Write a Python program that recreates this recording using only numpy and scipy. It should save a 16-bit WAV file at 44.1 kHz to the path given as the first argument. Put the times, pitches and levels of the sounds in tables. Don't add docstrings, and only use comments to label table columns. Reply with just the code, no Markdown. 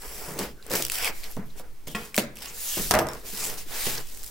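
import sys
import numpy as np
from scipy import signal
from scipy.fft import rfft, irfft
from scipy.io import wavfile
from scipy.ndimage import uniform_filter1d

SR = 44100
rng = np.random.default_rng(int(sys.argv[2]) if len(sys.argv) > 2 else 0)


def waveform_to_disk(signal):
    frames = np.transpose(np.atleast_2d(signal))
    scaled = np.clip(frames, -1, 1) * 32767
    samples = np.round(scaled).astype(np.int16)
    wavfile.write(sys.argv[1], SR, samples)


def gain_from_decibels(decibels):
    exponent = np.asarray(decibels, float) / 20
    return 10 ** exponent


N = 189833

# frequency [Hz], density [dB per Hz].
AIR_COLOUR = [(59, 9), (100, -0.5), (437, 1), (600, -25), (1200, -22), (2920, -14), (15900, -12.5),
              (16500, -26)]
# frequency [Hz], likeness [-1 to 1].
LIKENESS = [(60, 0.99), (150, 0.86), (380, 1), (600, 0.92), (950, 0.9), (2380, 0.41), (5980, 0.65),
            (15000, 0.42)]
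# frequency [Hz], lead [radians].
LEFT_LEAD = [(0, 0.96), (5510, 0), (6890, 1.06), (10400, 1.3), (12200, 1.6), (16300, 0.78), (16500, 0)]
# frequency [Hz], t60 [s].
ROOM_T60 = [(100, 0.57), (500, 0.4), (1500, 0.46), (4000, 0.31), (12000, 0.17)]
# time [s], swing [full scale], rate [Hz].
ROCKING = [(0, .012, 6.1), (.6, .008, 6.15), (1, .022, 6.15), (1.25, .036, 5.85), (1.8, .02, 5.85),
           (2.1, .003, 5.4), (2.45, .005, 5.3), (2.75, .016, 5.55), (3.1, .006, 5.55), (3.6, .026, 5.6),
           (4, .036, 5.65), (4.31, .012, 4.9)]
# frequency [Hz], density [dB per Hz].
RUMBLE_COLOUR = [(7.1, -19), (12, 4), (19, 1.5), (33, -8), (55, -1.5), (81, -62), (140, -10.5), (290, -120)]
# start [s], level [dB].
JOLTS = [
    (0.0, -43.5),
    (.72, -43),
    (2.17, -50),
    (2.76, -33.5),
    (3.52, -46.5),
    (3.88, -46),
]

# frequency [Hz], level [dB], t60 [s].
PANELS = [(130.3, -16, 0.95), (225, -23, 0.08), (334, -13, 0.86), (440, -30, 0.49), (498, -41, 0.37),
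          (615, -49, 0.16), (815, -30, 0.25), (840, -42, 0.85), (980, -42, 0.35), (1350, -26, 0.61),
          (1610, -27, 0.3), (1616, 6.5, 0.16)]
# start [s], peak [dB], main ring [Hz], hardness [1], t60 [s].
KNOCKS = [(.281, -32, 153, 0.79, 0.29), (0.361, -31, 313, 0.74, 0.17), (.388, -23.5, 562, 0.9, 0.15),
          (.405, -27, 197, 0.61, 0.15), (0.434, -28.5, 480, 0.56, 0.12), (0.661, -42, 493, 0.46, .06),
          (.706, -23, 498, 0.7, 0.23), (0.7359, -21, 438, 1.24, 0.19), (.762, -32, 430, .6, 0.11),
          (.795, -28.5, 403, 0.68, 0.11), (1.09, -31, 454, 1.66, 0.18), (1.3667, -28, 478, 0.93, 0.091),
          (1.367, -29, 162, 0.28, 0.24), (1.376, -28, 198, 0.1, 0.16), (1.555, -43, 420, 1, 0.074),
          (1.596, -31.5, 720, 0.81, 0.062), (1.872, -33.5, 147, 0.49, 0.2),
          (1.873, -35.5, 482, 0.61, 0.099), (2.1786, -12, 478, 0.6, 0.09), (2.184, -22, 136, 0.7, 0.077),
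          (2.7696, -23, 328, 0.85, 0.045), (2.772, -29.5, 146, 0.49, 0.2), (2.794, -27, 200, .5, 0.079),
          (2.834, -41, 290, 0.49, 0.059), (2.909, -11, 553, 1.2, 0.029), (2.915, -19, 980, 1.201, 0.18),
          (2.938, -14, 670, 1.52, 0.11), (2.951, -18, 720, 0.83, 0.21), (2.967, -20.5, 980, 1.1, 0.17),
          (2.989, -22, 334, 0.93, 0.23), (3.016, -24, 748, 0.6, 0.22), (3.33, -40, 206, 0.38, 0.13),
          (3.245, -38.5, 450, 0.47, 0.098), (3.66, -45, 303, 0.42, 0.12), (3.866, -26, 130.6, 0.61, 0.18),
          (3.868, -21, 480, 0.5, 0.07)]
# frequency [Hz], level [dB], t60 [s].
FLAP_MODES = [(215.5, -2.5, 0.24), (421.6, -11.5, 0.27), (713, -13, 0.13), (1094, -6.5, 0.17),
              (1385, -7, 0.12), (1917, -4.5, 0.12), (2520, -3.5, 0.13), (474, -10, 0.25), (3180, -13, 0.18),
              (1740, -13.5, 0.16), (2708, -19, 0.2)]
# start [s], peak [dB], length of push [s].
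SLAPS = [
    (2.17875, 0, .00005),
    (2.1792, -2, .00008),
    (2.1856, -11, .0001),
    (2.9395, -13, .00012),
    (2.9517, -11, .00012),
]

# frequency [Hz], level [dB], t60 [s].
DESK_MODES = [(212, -11, 0.13), (134.3, -9, 0.15), (478, -6, 0.18), (650, 0, 0.17), (720, -2, 0.2),
              (758, -5, 0.2), (851, -5, 0.22), (979, -1.5, 0.22), (1106, -7, 0.2), (1224, -4, 0.21),
              (1323, -4, 0.1), (1620, -2, 0.13), (1737, -7.5, 0.1), (2040, -14, 0.083)]
# start [s], level [dB].
LANDINGS = [
    (2.9105, -30),
    (2.939, -28.5),
    (2.952, -27),
    (2.968, -29),
    (2.99, -31),
    (3.017, -39.5),
    (3.069, -44),
    (3.088, -46.5),
]
# start [s], clack peak [dB], high ring [dB], low rings [dB].
BOUNCES = [(2.9102, -1.5, -40, -40), (2.916, -12, -40, -40), (2.9393, -12, -49, -17),
           (2.9515, -12.5, -39, -40), (2.9892, -10, -22, -28), (2.9938, -16, -18, -20),
           (3.0102, -31, 4, -24), (3.069, -23, -25, -16), (3.087, -21.5, -14, -2), (3.1156, -32, -25, -2),
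           (3.134, -25, -31, -12), (3.15, -33, -17, -14)]
# frequency [Hz], level [dB], t60 [s].
BLADE_MODES = [(12200, -11, .11), (12270, -16, .08), (5410, -14, .11), (5480, -16, .09), (3634, -11, .025),
               (8900, -20, .04), (7300, -24, .05)]

# frequency [Hz], density [dB per Hz].
HISS_COLOUR = [(2060, -48), (3500, -9.5), (4780, -7), (7250, -3.5), (9660, -4.5), (12900, -3.5),
               (15500, -4.5)]
# frequency [Hz], density [dB per Hz].
RASP_COLOUR = [(1060, -12), (1800, -2), (2890, -1), (3790, -2.5), (5000, -2.5), (6500, -9.5), (11000, -120)]
# frequency [Hz], density [dB per Hz].
BOARD_COLOUR = [(260, -44), (450, -1.5), (531, -5), (740, -2), (2200, -6.5), (2860, -17), (4840, -120)]
# frequency [Hz], density [dB per Hz].
HOLLOW_COLOUR = [(53, -89), (90, -16), (140, -10.5), (388, -11.5), (435, -2.5), (560, -16.5), (730, -52),
                 (1230, -120)]
# time [s], grittiness [0-1].
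GRITTINESS = [(0, 0.38), (.35, 0.35), (.45, 0.07), (.72, 0.75), (.8, 0.1), (.95, 0.47), (1.05, 0.4),
              (1.12, 0.07), (1.9, 0.21), (2.4, 0.7), (2.47, 0.7), (2.56, 0.13), (2.7, 0.06), (3.3, 0.37),
              (3.45, 0.5), (3.6, 0.01), (4.31, 0.49)]
# time [s], depth [0-1].
ECHO_DEPTH = [(0, .3), (.05, .5), (.28, .45), (.36, .15), (.7, .2), (.9, .25), (.96, .45), (1.09, .5),
              (1.14, .1), (2.1, .1), (2.43, .3), (2.55, 0), (3.3, .1), (3.45, .25), (3.6, 0), (4.31, .1)]
# start [s], fullest [s], end [s], hiss [dB], rasp over hiss [dB].
CUTS = [(-.05, .06, 0.27, -42.5, -11), (0, .22, 0.5, -39.5, -12.5), (.4, .47, 0.55, -48, -2),
        (.36, .42, 0.49, -35.5, -4), (.58, .69, .72, -52.5, -3.5), (.69, .743, 0.92, -29, -7),
        (.88, .95, 1.03, -31, -9), (.92, 1.065, 1.125, -30, -3), (1.08, 1.18, 1.47, -44, -8),
        (1.225, 1.24, 1.29, -50.5, 7.5), (1.28, 1.31, 1.43, -48, -18), (1.42, 1.5, 1.66, -61, -3),
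        (1.55, 1.592, 1.632, -45.5, -8.5), (1.86, 1.92, 1.955, -44, -12), (1.95, 2.03, 2.17, -46, -7.5),
        (2.146, 2.149, 2.156, -41, -15), (2.168, 2.173, 2.178, -39, -20), (.855, .858, .862, -40, -10),
        (2.354, 2.357, 2.47, -49, -5), (2.36, 2.46, 2.56, -42, -3.5)]
# start [s], fullest [s], end [s], hiss [dB], rasp over hiss [dB].
SWEEPS = [
    (2.468, 2.756, 3.08, -28.5, -13),
    (3.002, 3.144, 3.33, -49, -6.5),
    (3.226, 3.28, 3.36, -38, -10),
    (3.23, 3.436, 3.63, -32.5, -10),
    (3.569, 3.578, 3.674, -37, -9),
    (3.62, 3.86, 4.071, -30, -6.5),
    (3.94, 4.12, 4.594, -44.5, -11),
    (4.243, 4.274, 4.36, -45, -18),
]
# start [s], fullest [s], end [s], board [dB], hollow over board [dB].
SHOVES = [(-.01, .05, 0.32, -49.5, 5.5), (.08, .3, 0.56, -46.5, 7.5), (.37, .43, 0.53, -41.5, 7),
          (.62, .7, 0.73, -51, 8.5), (.69, .735, 0.89, -43.5, 6), (.95, 1.07, 1.14, -37.5, -35),
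          (1.15, 1.3, 1.35, -54, 5), (1.54, 1.6, 1.735, -57, 9.5), (1.95, 2.01, 2.15, -59, -3),
          (2.36, 2.47, 2.7, -54.5, 8), (3.0, 3.08, 3.24, -43, 5), (1.365, 1.39, 1.5, -51, 0),
          (3.2, 3.26, 3.32, -55, 14), (3.28, 3.47, 3.683, -44.5, 7), (3.66, 3.74, 3.83, -46.5, 5.5),
          (3.88, 3.97, 4.05, -45, 7), (4.05, 4.15, 4.4, -62.5, 9.5)]
# start [s], tape [dB], board [dB], hollow over board [dB], t60 [s].
SHIVERS = [(0.387, -32, -45, 10, 0.064), (1.367, -53, -51, -0.5, 0.11), (1.87, -42.5, -59, 20.5, 0.17),
           (1.948, -36, -40.5, 3, 0.22), (2.144, -43, -46.5, -14, 0.094), (2.182, -26, -39, 5, 0.14),
           (2.773, -36.5, -41, 11.5, 0.19), (2.915, -19.5, -31, 1, 0.031), (2.937, -27.5, -20.5, -5, 0.094),
           (2.987, -32, -31, 6, 0.096), (3.865, -32.5, -53, 18, 0.17)]
# fullest [s], rise [s], fall [s], level [dB], pitch [Hz].
WHISTLES = [(3.45, .1, .07, -36, 7400), (3.41, .08, .07, -42, 5150), (2.452, .03, .023, -56, 2700),
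            (2.44, 0.022, .03, -50, 4900), (2.485, .015, .035, -43, 6800), (1.885, 0.018, 0.13, -50, 3170),
            (1.875, .01, 0.032, -47.5, 6400), (1.506, .012, .013, -59, 3900),
            (1.462, .012, .03, -57, 12500), (1.312, .02, .02, -48, 12500), (3.59, 0.023, .03, -43.5, 6000),
            (2.76, .12, .08, -40, 3000), (2.2, 0.13, .07, -57, 1130), (2.84, .04, .03, -46, 3300),
            (1.06, .06, .04, -34.5, 2390), (1.055, .06, .04, -36.5, 3140), (.05, 0.027, .05, -52, 1020),
            (1.0, .04, 0.038, -40, 1630), (1.08, .05, .03, -39, 1160), (1.957, .007, .02, -45, 3900),
            (.17, .13, .15, -59.5, 3770), (3.98, 0.0087, .012, -41, 1640), (3.979, .008, 0.013, -36, 5400),
            (2.0, .04, .1, -52, 3120), (4.15, .05, .05, -56, 7000), (.6, .06, .05, -60, 1500)]

# start [s], peak [dB], main ring [Hz], share of wide crack
SNAPS = [(0.285, -25, 5100, 0.7), (.0145, -37, 9500, 0.5), (.391, -7, 4360, 0.6), (0.398, -21, 5560, 0.4),
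         (.626, -32, 4000, 0.4), (0.6654, -21.5, 8600, 0.6), (.679, -29, 14000, .7),
         (.6995, -18, 7240, 0.65), (.707, -18, 4870, 0.68), (.737, -6, 12000, 0.7),
         (0.7533, -10, 5450, 0.45), (.758, -7, 12900, .5), (.794, -23, 7500, 0.8), (.8232, -6, 5000, 0.7),
         (0.8253, -12.5, 10000, .5), (0.8504, -4, 5800, 0.7), (.866, -12, 12640, 0.72),
         (.883, -18, 5600, 0.8), (0.8987, -9, 2640, 0.65), (0.9153, -16, 5960, .8),
         (0.9192, -7, 11030, 0.7), (0.986, -11, 12800, 0.49), (1.0456, -8, 2520, 0.6),
         (1.0764, -12, 2260, 0.35), (1.2354, -27, 2470, 0.62), (1.241, -22.5, 4440, 0.5),
         (1.3135, -23, 12300, 0.5), (1.322, -27, 12100, 0.4), (1.366, -28, 6000, 0.56),
         (1.5965, -22.5, 5060, 0.74), (1.875, -23, 8340, 0.4), (1.882, -19, 12000, 0.5),
         (1.887, -26, 9000, .7), (2.144, -13, 2310, 0.55), (2.1514, -24, 3240, 0.61),
         (2.157, -13, 12500, 0.7), (2.1648, -3.5, 7500, 0.55), (2.1786, -4, 3170, 0.7),
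         (2.1844, -9, 3420, 0.6), (2.194, -18, 5000, 0.7), (2.22, -27, 4900, 0.65),
         (2.3563, -26, 13750, .85), (2.37, -25, 2650, 0.65), (2.375, -35, 5000, 0.48),
         (2.386, -31, 7960, .7), (2.391, -32, 13000, .6), (3.9804, -20, 4500, 0.33),
         (3.976, -23, 6580, 0.37), (4.1744, -25, 6602, 0.61), (4.231, -20, 7302, 0.53),
         (4.2368, -20, 13000, 0.59), (4.2436, -18.5, 5616, 0.6), (4.263, -21, 7400, 0.6)]


def evened(x):
    return x / np.sqrt(np.mean(x ** 2) + 1e-20)


def read(points, hz):
    f, value = np.transpose(points)
    return np.interp(np.log(hz + 1), np.log(f + 1), value)


def curves(rows):
    s, *columns = np.transpose(rows)
    return [np.interp(np.arange(N) / SR, s, column) for column in columns]


def add(mix, s, sound):
    part = mix[..., round(s * SR):][..., :sound.shape[-1]]
    part += sound[..., :part.shape[-1]]


def filtered(x, order, hz, kind="low"):
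    return signal.lfilter(*signal.butter(order, hz, kind, fs=SR), x)


def ring(modes, t):
    return sum(gain_from_decibels(db - 60 * t / t60) * np.sin(2 * np.pi * hz * t) for hz, db, t60 in modes)


def noise(colour, patchy_db, size=512):
    frames, hz = N * 4 // size + 5, np.fft.rfftfreq(size, 1 / SR)
    a, b, c, d, patches = rng.standard_normal((frames, len(hz), 5)).T
    patches = uniform_filter1d(patches, size=7, axis=0)
    patches = evened(uniform_filter1d(patches, size=12, axis=1))
    same = np.clip(read(LIKENESS, hz), -1, 1)[:, None]
    left = a + 1j * b
    right = same * left + np.sqrt(1 - same ** 2) * (c + 1j * d)
    z = np.array([left * np.exp(1j * read(LEFT_LEAD, hz))[:, None], right])
    z *= gain_from_decibels(read(colour, hz)[:, None] + patchy_db * patches)
    return evened(signal.istft(z, nperseg=size, noverlap=size - size // 4)[1][:, :N])


def grit(per_s, spread_db, fade_s):
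    size_db = spread_db * np.minimum(rng.exponential(1, N), 4)
    slips = gain_from_decibels(size_db) * (rng.random(N) < per_s / SR)
    return evened(signal.lfilter([1], [1, -np.exp(-1 / (fade_s * SR))], slips))


def strokes(rows):
    start, full, end, db, more_db = np.transpose(rows)[..., None]
    t = np.arange(0, N, 16) / SR
    away = np.where(t < full, (full - t) / (full - start), (t - full) / (end - full))
    swell = abs(np.cos(np.pi / 2 * np.clip(away, 0, 1))) ** 1.79
    power = (gain_from_decibels(db) * swell) ** 2
    return [np.repeat(p.sum(0), 16)[:N] for p in (power, power * gain_from_decibels(2 * more_db))]


def dying(s, db, t60, rise_s):
    s, db, t60 = (np.reshape(x, (-1, 1)) for x in (s, db, t60))
    since = np.maximum(np.arange(0, N, 16) / SR - s, 0)
    gain = (1 - np.exp(-since / rise_s)) * gain_from_decibels(db - 60 * since / t60)
    return np.repeat((gain ** 2).sum(0), 16)[:N]


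def room_air():
    return gain_from_decibels(-57) * noise(AIR_COLOUR, 0.4)


def stand():
    swing, hz = curves(ROCKING)
    turns = np.cumsum(hz) / SR - np.array([[-.04], [.04]])
    rock = swing * (np.sin(2 * np.pi * turns) - 0.095 * np.cos(4 * np.pi * turns))
    s, db = np.transpose(JOLTS)
    calm_db = -50.5
    shake = np.sqrt(gain_from_decibels(2 * calm_db) + dying(s, db, t60=1.8, rise_s=0.019))
    return rock * gain_from_decibels([[-1.5], [0]]) + shake * noise(RUMBLE_COLOUR, 0.59, size=8192)


def room(x):
    taps = np.zeros((2, SR // 2))
    at = np.arange(150, SR // 2 - 20, 20) + rng.integers(0, 20, (2, (SR // 2 - 151) // 20))
    np.put_along_axis(taps, at, rng.choice([-1., 1.], at.shape), 1)
    hz, t, z = signal.stft(taps, SR, nperseg=256)
    apart = np.clip(hz / 800, 0, 1)[:, None]
    z[1] = np.sqrt(1 - apart ** 2) * z[0] + apart * z[1]
    tail = signal.istft(z * gain_from_decibels(-60 * t / read(ROOM_T60, hz)[:, None]), SR, nperseg=256)[1]
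    return signal.fftconvolve(x.mean(0)[None], tail / np.linalg.norm(tail[0]), axes=1)[:, :N]


def desk_echo(x, depth):
    late = np.roll(x, round(.000385 * SR), axis=-1)
    late = .7 * late + .3 * np.roll(late, -1, axis=-1)
    return (x + depth * late) / np.sqrt(1 + depth ** 2)


def knocks():
    out, t = np.zeros(N), np.arange(16000) / SR
    draws = rng.standard_normal((len(KNOCKS), len(t) + len(PANELS)))
    for (s, db, hz, hard, t60), draw in zip(KNOCKS, draws):
        edge = np.clip(1000 * hard, 200, 9000)
        panels = []
        for (f, panel_db, panel_t60), chance in zip(PANELS, draw[len(t):]):
            level = panel_db - 6 * (f / edge) ** 3.6 + 0.32 * chance
            panels.append((f, level, min(panel_t60, 2.07 * t60) / (1 + f / 1500)))
        rattle = evened(filtered(draw[:len(t)], 2, [130, edge], "band")) * gain_from_decibels(-60 * t / t60)
        body = ring([(hz, -6.5 * hard, t60 / (1 + hz / 900))], t) + .5 * ring(panels, t)
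        add(out, s, gain_from_decibels(db) * (1 - np.exp(-t / 0.0011)) * (body + 0.5 * rattle))
    return out


def flap_rap():
    out, t = np.zeros(N), np.arange(16000) / SR
    chatter = uniform_filter1d(rng.standard_normal((len(FLAP_MODES), len(t))), size=220)
    buzz = 1 + 0.3 * evened(chatter)
    rap = sum(b * ring([(hz, db, min(t60, .3))], t) for b, (hz, db, t60) in zip(buzz, FLAP_MODES))
    add(out, 1.949, -gain_from_decibels(-27.5) * rap)
    return out


def slaps():
    out = np.zeros(N)
    for s, db, push_s in SLAPS:
        u = np.arange(400) / SR / push_s
        add(out, s, -gain_from_decibels(db) * u * (2 - u) * np.exp(1 - u) * 0.53)
    return out


def desk():
    out, t = np.zeros(N), np.arange(14000) / SR
    for (s, db), spot in zip(LANDINGS, rng.standard_normal((len(LANDINGS), len(DESK_MODES)))):
        modes = [(hz * (1 + 0.0151 * shift), mode_db + 2.6 * level, t60)
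                 for (hz, mode_db, t60), level, shift in zip(DESK_MODES, spot, spot[::-1])]
        twins = [(hz * (1 + .03), mode_db, 0.72 * t60) for hz, mode_db, t60 in modes]
        add(out, s, gain_from_decibels(db) * (ring(modes, t) + 0.6 * ring(twins, t)))
    return out


def knife():
    out, t = np.zeros((2, N)), np.arange(9000) / SR
    for (s, db, high_db, low_db), draw in zip(BOUNCES, rng.standard_normal((len(BOUNCES), 3, len(t)))):
        clack = filtered(0.5 * draw[0] + 0.64 * draw[1:], 1, [2500, 10000], "band")
        clack = clack * gain_from_decibels(1.0 - 60 * t / 0.0089)
        steel = gain_from_decibels(high_db) * ring(BLADE_MODES[:2], t) + gain_from_decibels(low_db) * ring(BLADE_MODES[2:], t)
        add(out, s, gain_from_decibels(db) * (desk_echo(clack, 0.14) + steel * (1 - np.exp(-t / 0.0021))))
    return out


def whistles():
    out, t = np.zeros((2, N)), np.arange(14000) / SR
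    for (full, rise, fall, db, hz), draw in zip(WHISTLES, rng.standard_normal((len(WHISTLES), 3, len(t)))):
        air = filtered(draw[0] + 0.61 * draw[1:], 2, [hz * 0.9, hz * 1.1], "band")
        stroke = np.sin(np.pi / 2 * np.interp(t, [0, rise, rise + fall], [0, 1, 0])) ** 2
        add(out, max(full - rise, 0), gain_from_decibels(db) * stroke * evened(air))
    return out


def efforts():
    s, tape_db, board_db, hollow_db, t60 = np.transpose(SHIVERS)
    box_t60 = 2 * t60
    hiss, rasp = strokes(CUTS + SWEEPS)
    board, hollow = strokes(SHOVES)
    tape = dying(s, tape_db, t60, rise_s=0.00039)
    board = board + rasp * gain_from_decibels(2 * -9.5) + dying(s, board_db, box_t60, rise_s=0.0046)
    hollow = hollow + dying(s, board_db + hollow_db, box_t60, rise_s=0.0065)
    rasp = rasp + tape * gain_from_decibels(2 * -2) + gain_from_decibels(2 * -71)
    return np.sqrt([hiss + tape, rasp, board + gain_from_decibels(2 * -66), hollow])


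def rubbing():
    hiss, rasp, board, hollow = efforts()
    echo, gritty = np.clip(curves(ECHO_DEPTH) + curves(GRITTINESS), 0, 1)
    smooth = np.sqrt(1 - gritty ** 2)
    slips = smooth + gritty * grit(per_s=600, spread_db=5, fade_s=.0015)
    jolts = smooth + gritty * grit(per_s=140, spread_db=4, fade_s=.006)
    top = hiss * noise(HISS_COLOUR, 1.47) + rasp * noise(RASP_COLOUR, 1.8)
    low = board * noise(BOARD_COLOUR, 1, size=1024)
    low = low + hollow * gain_from_decibels(-9.0) * noise(HOLLOW_COLOUR, 1.0, size=1024)
    return desk_echo(top * slips, echo) + jolts * low


def snaps():
    events = SNAPS
    out, t = np.zeros((2, N)), np.arange(1500) / SR
    rise = 1 - np.exp(-(t / 0.00036) ** 2)
    for (s, db, hz, wide), draw in zip(events, rng.standard_normal((len(events), 3, len(t)))):
        t60 = 0.0046 * (4000 / hz) ** 0.38
        crack = signal.lfilter([1, -1], [1, -.6], 2.17 * draw[0] + 1.08 * draw[1:]) * gain_from_decibels(-60 * t / t60)
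        reach = np.clip(hz * (1 + 10.4 * wide ** 2), 2000, 21000)
        crack = filtered(filtered(crack, 2, reach), 2, 1700, "high")
        cycles = ring([(hz, 0, 14 / hz + 0.0031)], t)
        wide = np.clip(wide, 0, 1)
        snap = rise * (.5 * wide * crack + (1 - wide) * cycles)
        add(out, s, gain_from_decibels(db - 2.5) * snap / abs(snap).max())
    return desk_echo(out, 0.033)


def scene():
    blows = knocks() + flap_rap() + slaps() + desk() + knife() + snaps()
    background = room_air() + stand() + gain_from_decibels(-9.5) * room(blows)
    return background + whistles() + rubbing() + blows


def top_cut(x):
    return signal.sosfilt(signal.butter(12, 16970, fs=SR, output="sos"), x)


def record(dry):
    ceiling, edge_hz, limit_hz = 1.3, 15850, 16950
    dry = ceiling * np.tanh(dry / ceiling)
    hz = np.fft.rfftfreq(N, 1 / SR)
    spectrum = rfft(dry)
    below = irfft(spectrum * (hz <= edge_hz), N)
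    top = irfft(spectrum * ((hz > edge_hz) & (hz < limit_hz)), N)
    power = (top ** 2).mean(0)
    quick, slow = (abs(uniform_filter1d(power, size=n)) + 1e-14 for n in (200, 4000))
    sudden = uniform_filter1d(1. * (quick > 6 * slow), size=300)
    return top_cut(below + top * sudden)


dry = scene()
out = record(dry)
waveform_to_disk(out)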